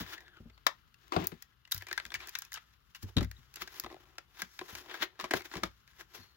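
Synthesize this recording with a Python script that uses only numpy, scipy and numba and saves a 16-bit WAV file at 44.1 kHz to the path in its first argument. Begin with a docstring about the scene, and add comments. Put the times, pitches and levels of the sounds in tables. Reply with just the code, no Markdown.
"""A stiff plastic blister pack and its card, bent and torn by hand close to a phone's two microphones.
Small quiet room. The shell buckles in sharp snaps that ring the plastic and boom in the card; fingers
and card rub and scrape between them, with one early slide over the hollow shell and three faint squeaks.
A toy and the arms bump a cloth-covered table. The pack sits left of centre, over a low room hush."""
import sys
import numpy as np
from scipy import signal
from scipy.fft import rfft, irfft
from scipy.io import wavfile
from scipy.ndimage import uniform_filter1d, map_coordinates
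from numba import njit

SR = 44100
rng = np.random.default_rng(int(sys.argv[2]) if len(sys.argv) > 2 else 0)


def master_out(mix):
    """Clip the mix to full scale and print it as 16-bit PCM to the path in sys.argv[1]."""
    frames = np.transpose(np.atleast_2d(mix))
    ceiling = np.clip(frames, -1, 1)
    pcm = np.round(ceiling * 32767).astype(np.int16)
    wavfile.write(sys.argv[1], SR, pcm)


N = 280694
T = np.arange(N) / SR

# Steady rub of skin and card: time_s, shell_db, card_db, crackle_db
RUB_LEVELS = [(0, -45.5, -58, -66), (.28, -71, -70.5, -80), (.96, -75, -96, -83), (1.2, -64, -89, -71),
              (1.66, -72.5, -92, -85.5), (1.91, -52, -82, -68), (2.11, -65.5, -64, -68),
              (2.34, -55, -80, -64.5), (2.66, -68, -95, -77), (3.0, -69, -95, -76), (3.45, -65, -80, -73),
              (3.81, -57.5, -67.5, -67), (4.07, -63, -66, -73), (4.25, -67.5, -75.5, -79),
              (4.53, -59.5, -78, -61.5), (4.82, -58.5, -57.5, -68), (5.19, -65.5, -71, -80),
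              (5.47, -60.5, -65.5, -66), (5.7, -66.5, -91, -73), (6.36, -74, -87, -85.5)]
# Harder scrapes, and the ringing tails of a few snaps:
# peak_s, level_db, card_offset_db, fizz_offset_db, swell_30db_s, fade_30db_s
SCRAPES_AND_TAILS = [(.01, -43, -2, 2, .067, .037), (.14, -43.5, -21, -5, .15, .032),
                     (1.133, -43.5, 9.5, -13, .008, .08), (1.219, -42.5, 4.5, -16, .11, .079),
                     (1.732, -49, -22.5, 3.5, .016, .15), (2.241, -44, -17, -21, .087, .067),
                     (2.959, -54, -35, -2, .008, .037), (3.03, -53, -33, 4, .017, .03),
                     (3.09, -62.5, -1, -6, .054, .061), (3.623, -40.5, -15.5, -6, .045, .022),
                     (3.789, -50.5, -10.5, -1, .16, .034), (4.405, -44, -18, -8, .053, .093),
                     (4.709, -48.5, -9, -5, .08, .07), (4.79, -45, -22, -6, .08, .091),
                     (4.9, -46, -11, -26, .028, .088), (4.953, -42.5, -16, -12, .054, .042),
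                     (5.025, -28.5, -15.5, -13, .038, .034), (5.21, -33, -16, -10, .012, .029),
                     (5.248, -42.5, -8, -12, .018, .033), (5.371, -39.5, -7, -4.5, .074, .035),
                     (5.457, -37, -16, -9, .02, .025), (5.525, -47, -21, -16, .014, .07),
                     (5.579, -44.5, 1, -12, .075, .042), (5.654, -42, -6.5, -11, .07, .056),
                     (6.001, -58.5, -11.5, -6, .084, .11), (6.149, -48.5, -9.5, -3, .055, .18)]
# The pack's four bands, from card boom up to fizz: centre_hz, width_hz, gain_db
CARD_MODES = [(355.4, 87, 4), (605, 320, -10.5), (732, 316, -1.5)]
SHELL_MODES = [(963, 317, -1), (1510, 810, 2.5), (1760, 630, 7.5), (2705, 1050, -5), (3632, 1050, -0.5)]
CRACKLE_MODES = [(4024, 900, -4.5), (5130, 1230, 1.5), (6640, 2080, -2)]
FIZZ_MODES = [(10110, 3100, -13), (12240, 2500, -5), (15700, 2500, 1)]
# Where the pack is held, as a delay between the microphones: time_s, right_lag_samples
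PACK_LAG = [(0, -5), (.5, -5), (.6, 19), (1.4, 19), (1.6, -4), (6.36, -4)]
# Bumps on the table: time_s, level_db, upper_modes_offset_db
BUMPS = [(.002, -45, -2.5), (.399, -52, -1.5), (.453, -50, -6.5), (1.16, -37.5, 2.5), (1.21, -41.5, -2.5),
         (1.319, -52.5, .5), (1.742, -42, -40), (2.053, -53.5, -12), (2.143, -47, -34), (3.029, -31, -18),
         (3.164, -23.5, -5.5), (3.213, -29, -7), (3.383, -52, -37), (3.608, -49.5, -13), (3.835, -54, -2),
         (4.424, -57, -1), (4.597, -63, 3), (4.722, -53, -9.5), (5.002, -61, 2.5), (5.227, -65, 10),
         (5.336, -48, 3.5), (5.552, -48, .5), (5.626, -40, -4.5), (6.183, -55, -6.5)]
# Lower and upper modes of the table top: pitch_hz, gain_db, t60_s
TABLE_LOW_MODES = [(61, 0, 0.36), (97, 4, 0.25), (121, 1.5, 0.1)]
TABLE_HIGH_MODES = [(174, 10, 0.066), (196, 0.5, .08), (227.5, 10, .07), (270, -14.5, 0.028)]
# Colour of the room tone: frequency_hz, relative_db
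HUSH_SPECTRUM = [(18, -41.5), (30, -24.5), (43, -3.5), (65, 2), (86, -10), (125, -3.5), (146, -8.5),
                 (694, -33.5), (1380, -22.5), (2220, -44), (2890, -21), (4410, -33.5), (6550, -46),
                 (14800, -32.5), (16500, -51.5)]
# Its balance across the microphones: frequency_hz, left_minus_right_db
HUSH_PAN = [(60, 7), (110, 8.5), (200, -4), (380, 10), (700, 12.5), (1290, 24), (2380, 19), (4400, -14),
            (8120, -3.5), (15000, -8)]
# Card sliding along the hollow shell: time_s, cavity_hz, level_db
SLIDE_PATH = [(.08, 1150, -75), (.135, 1450, -51), (.18, 1800, -62), (.3, 1650, -65), (.38, 1400, -66),
              (.45, 1350, -95)]
# Thin squeaks of skin on plastic: peak_s, pitch_hz, level_db, swell_60db_s, fade_60db_s
SQUEAKS = [(.545, 4400, -65, .08, .1), (3.37, 3800, -62, .04, .06), (6.22, 4300, -64, .3, .4)]
# Buckles of the shell: time_s, level_db, dent_hz, card_offset_db, fizz_offset_db, t60_s
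SNAPS = [(.179, -41, 1750, -12, -20, .026), (.205, -51, 1750, -24, -3, .035),
         (.28, -47, 1340, -20, -22, .025), (.369, -49.5, 1460, -5, -27, .024),
         (.498, -50.5, 1430, -7, -28, .036), (.577, -50.5, 1100, -20, -26, .026),
         (.666, -13.5, 1050, -23.5, -8.5, .034), (.942, -50, 2750, -34, -12, .02),
         (1.08, -54, 3540, 0, -2, .012), (1.121, -27, 1050, -4, -27, .047),
         (1.163, -25, 1120, 12, -27, .038), (1.242, -47.5, 991, -2, 4, .04),
         (1.27, -41.5, 1890, -30, 18, .024), (1.318, -42.5, 1280, 4, -30, .054),
         (1.423, -42.5, 1950, -52, 4, .027), (1.651, -47, 2820, -34, -24, .03),
         (1.675, -50.5, 1990, -28, -12, .028), (1.712, -42.5, 1880, -38, 4, .042),
         (1.718, -35.5, 2920, -22, 12, .033), (1.721, -27, 3750, -38, 1, .03),
         (1.745, -41, 1300, -15, 14, .023), (1.762, -42.5, 2000, -19, -5, .033),
         (1.778, -45, 3120, -22, 11, .03), (1.809, -41, 2020, -21, -20, .034),
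         (1.822, -34.5, 1740, -14, -17, .024), (1.868, -37.5, 1910, -14, -14, .035),
         (1.885, -35.5, 2400, -19, -15, .039), (1.912, -27.5, 1690, -14, -22, .028),
         (1.928, -28.5, 1870, -20, -3.5, .018), (1.977, -21, 1560, -27, -21, .028),
         (1.999, -27, 1310, -27, -36, .022), (2.052, -31, 1670, -34, -19, .021),
         (2.063, -41, 2490, -18, -6, .026), (2.103, -41, 3470, -20, -20, .03),
         (2.119, -30, 1900, -21, -24, .026), (2.141, -27, 2280, -22, -9, .022),
         (2.149, -30.5, 1860, -41, -17, .034), (2.155, -33.5, 2860, -41, -16, .034),
         (2.203, -39, 2320, -10.5, -24, .039), (2.272, -41, 1680, -7.5, 1, .028),
         (2.285, -39, 2370, -41, -9, .028), (2.292, -43, 2430, -24, 3, .027),
         (2.352, -21, 1840, -49.5, -16, .029), (2.387, -41.5, 2320, -37, 12, .03),
         (2.42, -35.5, 2930, -48.5, -2, .027), (2.449, -46, 2500, -26, -1, .034),
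         (2.519, -39, 1750, -49, -3, .033), (2.53, -44.5, 3700, -44, 7, .025),
         (2.54, -36, 2950, -40, 3, .035), (2.548, -43.5, 1680, -32, -4, .074),
         (2.558, -36.5, 3030, -41, -29, .065), (2.572, -35, 1240, -33, -28, .044),
         (2.948, -40, 2860, -39, -12, .072), (3.167, -22, 3730, -21, -21, .055),
         (3.182, -30.5, 3760, -3, -17, .055), (3.208, -29, 1190, -6.5, -19, .041),
         (3.227, -37.5, 1980, -14, -8, .07), (3.246, -46, 1890, -21, -5, .026),
         (3.313, -39.5, 1920, -22.5, -6, .02), (3.54, -44, 2460, -20, -3, .023),
         (3.558, -40, 2770, -19.5, 5, .03), (3.568, -39.5, 1410, -15.5, -18, .041),
         (3.619, -28.5, 1130, -9.5, -8.5, .021), (3.675, -37, 1630, -20, -10, .036),
         (3.742, -44.5, 1060, -9, -7, .023), (3.798, -33.5, 1290, -15, 9, .018),
         (3.837, -38, 1090, -7, -17, .035), (3.844, -36, 1020, -8, -23, .026),
         (3.862, -37, 1030, 2, -30, .03), (3.901, -41.5, 1030, -3, -30, .025),
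         (3.911, -48.5, 934, 7.5, -30, .039), (3.925, -43, 1030, 1, -29, .022),
         (3.943, -43, 1080, 7, -29, .013), (3.965, -52, 1050, 8, -27, .022),
         (4.182, -30.5, 1400, -9.5, -15, .026), (4.419, -24.5, 1670, -14.5, -11, .031),
         (4.59, -29.5, 2400, -20.5, -18, .028), (4.612, -32.5, 1050, 0, -35, .03),
         (4.751, -30, 1510, -20, -10, .032), (4.911, -34.5, 1880, -17, -28, .03),
         (4.941, -33, 1610, -9, -16, .027), (5.192, -37.5, 2660, -7.5, -21, .026),
         (5.198, -29, 1100, -10, -18, .048), (5.241, -28, 1010, -8, -23, .056),
         (5.309, -20, 1970, -3.5, -17, .045), (5.336, -19, 1640, 1.5, -17, .038),
         (5.393, -44, 2180, -14, -9, .03), (5.406, -38, 2190, -10, -19, .03),
         (5.419, -40, 2180, -15, -11, .026), (5.514, -36, 1530, -4.5, -24, .032),
         (5.538, -30.5, 2000, -1, -22, .023), (5.554, -31.5, 980, -4, -23, .047),
         (5.568, -31.5, 2060, -17, -13, .027), (5.634, -16, 1230, -12, -18, .028),
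         (5.876, -53.5, 1770, -30, -9, .038), (6.009, -39.5, 1540, -10.5, -14, .033)]

CRACKLE_PER_FIZZ = .6  # crackle lies between shell ring and fizz, and follows the fizz in part


def undb(db):
    """Decibels to amplitude."""
    return 10 ** (np.asarray(db) / 20)


def unit(x):
    """Scale to an RMS of 1."""
    return x / np.sqrt(np.mean(x ** 2))


@njit
def bandpass(x, hz, width_hz):
    """State-variable band-pass, gain 1 at a centre that may move."""
    y, band, low = np.empty(len(x)), 0., 0.
    for i in range(len(x)):
        g, damping = np.tan(np.pi * hz[i] / SR), width_hz / hz[i]
        v = (band + g * (x[i] + 1e-18 - low)) / (1 + g * (g + damping))
        band, low, y[i] = 2 * v - band, low + 2 * g * v, damping * v
    return y


def steep_band(x, hz, width_hz):
    """Two equal band-passes in series."""
    return bandpass(bandpass(x, hz, width_hz), hz, width_hz)


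def ring(x, modes, bend):
    """Resonances side by side in alternating polarity, scaled to keep white noise near its level."""
    parts = [undb(db) * steep_band(x, hz * bend, 1.57 * width) for hz, width, db in modes]
    power = sum(undb(2 * db) * 2.06 * width * np.pi / 2 / SR for _, width, db in modes)
    return sum((-1) ** k * part for k, part in enumerate(parts)) / np.sqrt(power)


def grit(spread_db):
    """Noise of tiny slips whose levels spread exponentially, up to a largest slip."""
    return unit(rng.standard_normal(N) * undb(spread_db * np.minimum(rng.exponential(size=N), 6.)))


def wander(rate_hz):
    """Random steps, smoothed twice."""
    hold = int(SR / rate_hz)
    steps = np.repeat(rng.standard_normal(N // hold + 1), hold)
    return 1.22 * uniform_filter1d(uniform_filter1d(steps, hold), hold)[:N]


def bursts(peak_s, level_db, swell_s, fade_s):
    """Envelope of events that swell by 60 dB to their peak and fade as much after it."""
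    env = np.zeros(N)
    events = np.broadcast(peak_s, undb(level_db), np.clip(swell_s, 1e-4, .5), np.clip(fade_s, .003, .5))
    for at, size, up, down in events:
        i = np.arange(max(int((at - up) * SR), 0), min(int((at + down) * SR), N))
        env[i] += size * undb(60 * np.minimum((T[i] - at) / up, (at - T[i]) / down))
    return env


def pack_lag():
    """Samples by which the pack reaches the right microphone after the left."""
    return np.interp(T, *np.transpose(PACK_LAG))


def pack_pan(amount):
    """Left and right gains; the left grows as the pack moves towards that microphone."""
    pan_db = amount * (6 + .2 * pack_lag())
    return undb(np.array([pan_db, -pan_db]) / 2)


def at_mics(env, slips, modes, pan, shared):
    """Both microphones hear the same slips in part; the rest reaches each from another face of the pack."""
    bend = 1 + np.clip(.025 * wander(12), -.07, .07)  # bending the pack shifts its resonances
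    own = slips * np.sign(rng.standard_normal((2, N)))
    drive = pack_pan(pan) * env * (np.sqrt(shared) * slips + np.sqrt(1 - shared) * own)
    return np.array([ring(side, modes, bend) for side in drive])


def rubbing():
    """Skin and card drag over the plastic in uneven slips, with scrapes and a few snaps' ringing tails."""
    time_s, shell_db, card_db, crackle_db = np.transpose(RUB_LEVELS)
    peak_s, burst_db, card_offset, fizz_offset, swell_s, fade_s = np.transpose(SCRAPES_AND_TAILS)
    crackle_offset = CRACKLE_PER_FIZZ * fizz_offset - 4.5
    slips = grit(2.35) * undb(2.5 * wander(90) + 2.0 * wander(16))

    def envelope(steady_db, offset_db):
        steady = undb(np.interp(T, time_s, steady_db) - 1.5)
        return steady + bursts(peak_s, burst_db + offset_db, 2 * swell_s, 2 * fade_s)

    shell = at_mics(envelope(shell_db, 0), slips, SHELL_MODES, pan=1.29, shared=.52)
    card = at_mics(envelope(card_db, card_offset), slips, CARD_MODES, pan=.88, shared=.9)
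    crackle = at_mics(envelope(crackle_db, crackle_offset), slips, CRACKLE_MODES, pan=.65, shared=.21)
    fizz = at_mics(envelope(crackle_db + 1.5, fizz_offset), slips, FIZZ_MODES, pan=.41, shared=.5)
    return shell + card + crackle + fizz


def table_bumps(shared=.79, pan_db=4.):
    """Soft pushes of toy and arms through the cloth ring the low modes of the table top."""
    time_s, level_db, upper_offset = np.transpose(BUMPS)
    push = np.sqrt(shared) * rng.standard_normal(N) + np.sqrt(1 - shared) * rng.standard_normal((2, N))
    out = np.zeros((2, N))
    for modes, offset_db in ((TABLE_LOW_MODES, -33), (TABLE_HIGH_MODES, upper_offset - 28)):
        force = bursts(time_s + .0055, level_db + offset_db, swell_s=.016, fade_s=.11) * push
        for hz, gain_db, t60_s in modes:
            pole = np.exp(2j * np.pi * hz / SR - np.log(1000) / (t60_s * SR))
            out += undb(gain_db) * signal.lfilter([1], [1, -pole], force).imag
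    # a small top radiates little below its lowest mode
    out = signal.sosfilt(signal.butter(3, 48., "high", fs=SR, output="sos"), out)
    return out * undb([[pan_db / 2], [-pan_db / 2]])


def room_tone(level_db=-71, shared_below_hz=350):
    """Room hush and microphone hiss, drifting gently in level; only the bass is common to both sides."""
    hz = np.fft.rfftfreq(N, 1 / SR) + 1
    curves = np.transpose(HUSH_SPECTRUM), np.transpose(HUSH_PAN)
    colour_db, pan_db = (np.interp(np.log(hz), np.log(knots_hz), db) for knots_hz, db in curves)
    apart = np.clip(hz / shared_below_hz, 0, 1)
    both, own = rfft(rng.standard_normal(N)), rfft(rng.standard_normal((2, N)))
    noise = np.sqrt(1 - apart) * both + np.sqrt(apart) * own
    hush = irfft(undb(colour_db + np.array([pan_db, -pan_db]) / 2) * noise, N)
    hush /= np.sqrt(np.mean(hush.mean(axis=0) ** 2))
    return undb(level_db) * hush * undb(1.6 * wander(1.6))


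def slide_and_squeaks():
    """Friction rings the air gap between card and shell, and its overtone; skin squeaks now and then."""
    time_s, *columns = np.transpose(SLIDE_PATH)
    cavity_hz, level_db = (np.interp(T, time_s, column) for column in columns)
    slips = grit(2.5) * undb(3. * wander(70))
    cavity = unit(steep_band(slips, cavity_hz, width_hz=350.))
    overtone = unit(steep_band(slips, 2.1 * cavity_hz, width_hz=700.))
    out = undb(np.where(T < time_s[0], -120, level_db)) * (cavity + undb(-7) * overtone)
    for peak_s, pitch_hz, squeak_db, swell_s, fade_s in SQUEAKS:
        squeak = unit(steep_band(slips, pitch_hz * np.ones(N), width_hz=300.))
        out += bursts(peak_s, squeak_db, swell_s, fade_s) * squeak
    return pack_pan(1.2) * out


def small_snaps(count, card_offset_db=-20, t60_s=.025):
    """Chance buckles, a little louder than the rubbing that sets them off; SNAPS columns less dent_hz."""
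    when, size, tint = rng.random((count, 3)).T
    time_s = when * N / SR
    rub_db = np.interp(time_s, *np.transpose(RUB_LEVELS)[:2])
    level_db = rub_db + 4 - 3 * np.log(size + 1e-3)
    fizz_offset = -16 + 12. * (tint - .5)
    return np.array(np.broadcast_arrays(time_s, level_db, card_offset_db, fizz_offset, t60_s))


def snaps(swell_s=.0024):
    """Each buckle is a brief burst of slips; it rings shell and card, and a dent sings at its own pitch."""
    listed_s, listed_db, listed_hz, *colour = np.transpose(SNAPS)
    buckles = np.hstack([[listed_s, listed_db, *colour], small_snaps(count=60)])
    time_s, level_db, card_offset, fizz_offset, t60_s = buckles
    crackle_offset = CRACKLE_PER_FIZZ * fizz_offset - 7.5
    peak_s = time_s + .00038
    slips = grit(1.95)

    def envelope(offset_db, fade_ratio):
        return bursts(peak_s, level_db + offset_db, swell_s, fade_ratio * t60_s)

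    # the dent holds its pitch until the next listed snap
    dent_hz = listed_hz[np.clip(np.searchsorted(listed_s, T) - 1, 0, None)]
    shell_env = envelope(0, 1)
    dent = np.array([bandpass(side * slips, dent_hz, 193.) for side in pack_pan(1.08) * shell_env])
    shell = at_mics(shell_env, slips, SHELL_MODES, pan=1.08, shared=.44)
    card = at_mics(envelope(card_offset, 1.09), slips, CARD_MODES, pan=.73, shared=.97)
    crackle = at_mics(envelope(crackle_offset, .84), slips, CRACKLE_MODES, pan=.49, shared=.25)
    # the first break is one sharp tick at the very peak
    tick = .8 + bursts(peak_s, 3., swell_s=.0003, fade_s=.003)
    fizz = at_mics(tick * envelope(fizz_offset, .6), slips, FIZZ_MODES, pan=.6, shared=.34)
    body = undb(-3.5) * shell + undb(10.5) * dent + undb(-2.5) * card
    return body + undb(5.5) * crackle + undb(.3) * fizz


def reflections(x, t60_s=.15, level_db=-16):
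    """Nearby table, boxes and walls return a short dense tail, different at each microphone."""
    t = T[:int(.4 * SR)]
    tail = rng.standard_normal((2, len(t))) * (1 - np.exp(-t / .0017)) * undb(-60 * t / t60_s)
    tail = signal.lfilter([1], [1, -.6], tail)  # dulls the treble
    tail /= np.sqrt(np.sum(tail ** 2, axis=1, keepdims=True))
    return undb(level_db) * signal.fftconvolve(x, tail, axes=1)[:, :N]


def scene():
    """The pack close up, delayed between the microphones, with its reflections, table and room tone."""
    pack = snaps() + rubbing() + slide_and_squeaks()
    pack[1] = map_coordinates(pack[1], [np.arange(N) - pack_lag()], order=3)
    return pack + reflections(pack) + table_bumps() + room_tone()


def record(dry):
    """The cavity of each microphone port puts a dip in the treble; the phone cuts the top."""
    dip_hz, dip_width_hz, dip_depth, top_hz = 8390, 1070, .52, 16050
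    dip = np.array([bandpass(side, dip_hz * np.ones(N), dip_width_hz) for side in dry])
    return signal.sosfilt(signal.ellip(10, .2, 70, top_hz, fs=SR, output="sos"), dry - dip_depth * dip)


dry = scene()
out = record(dry)
master_out(out)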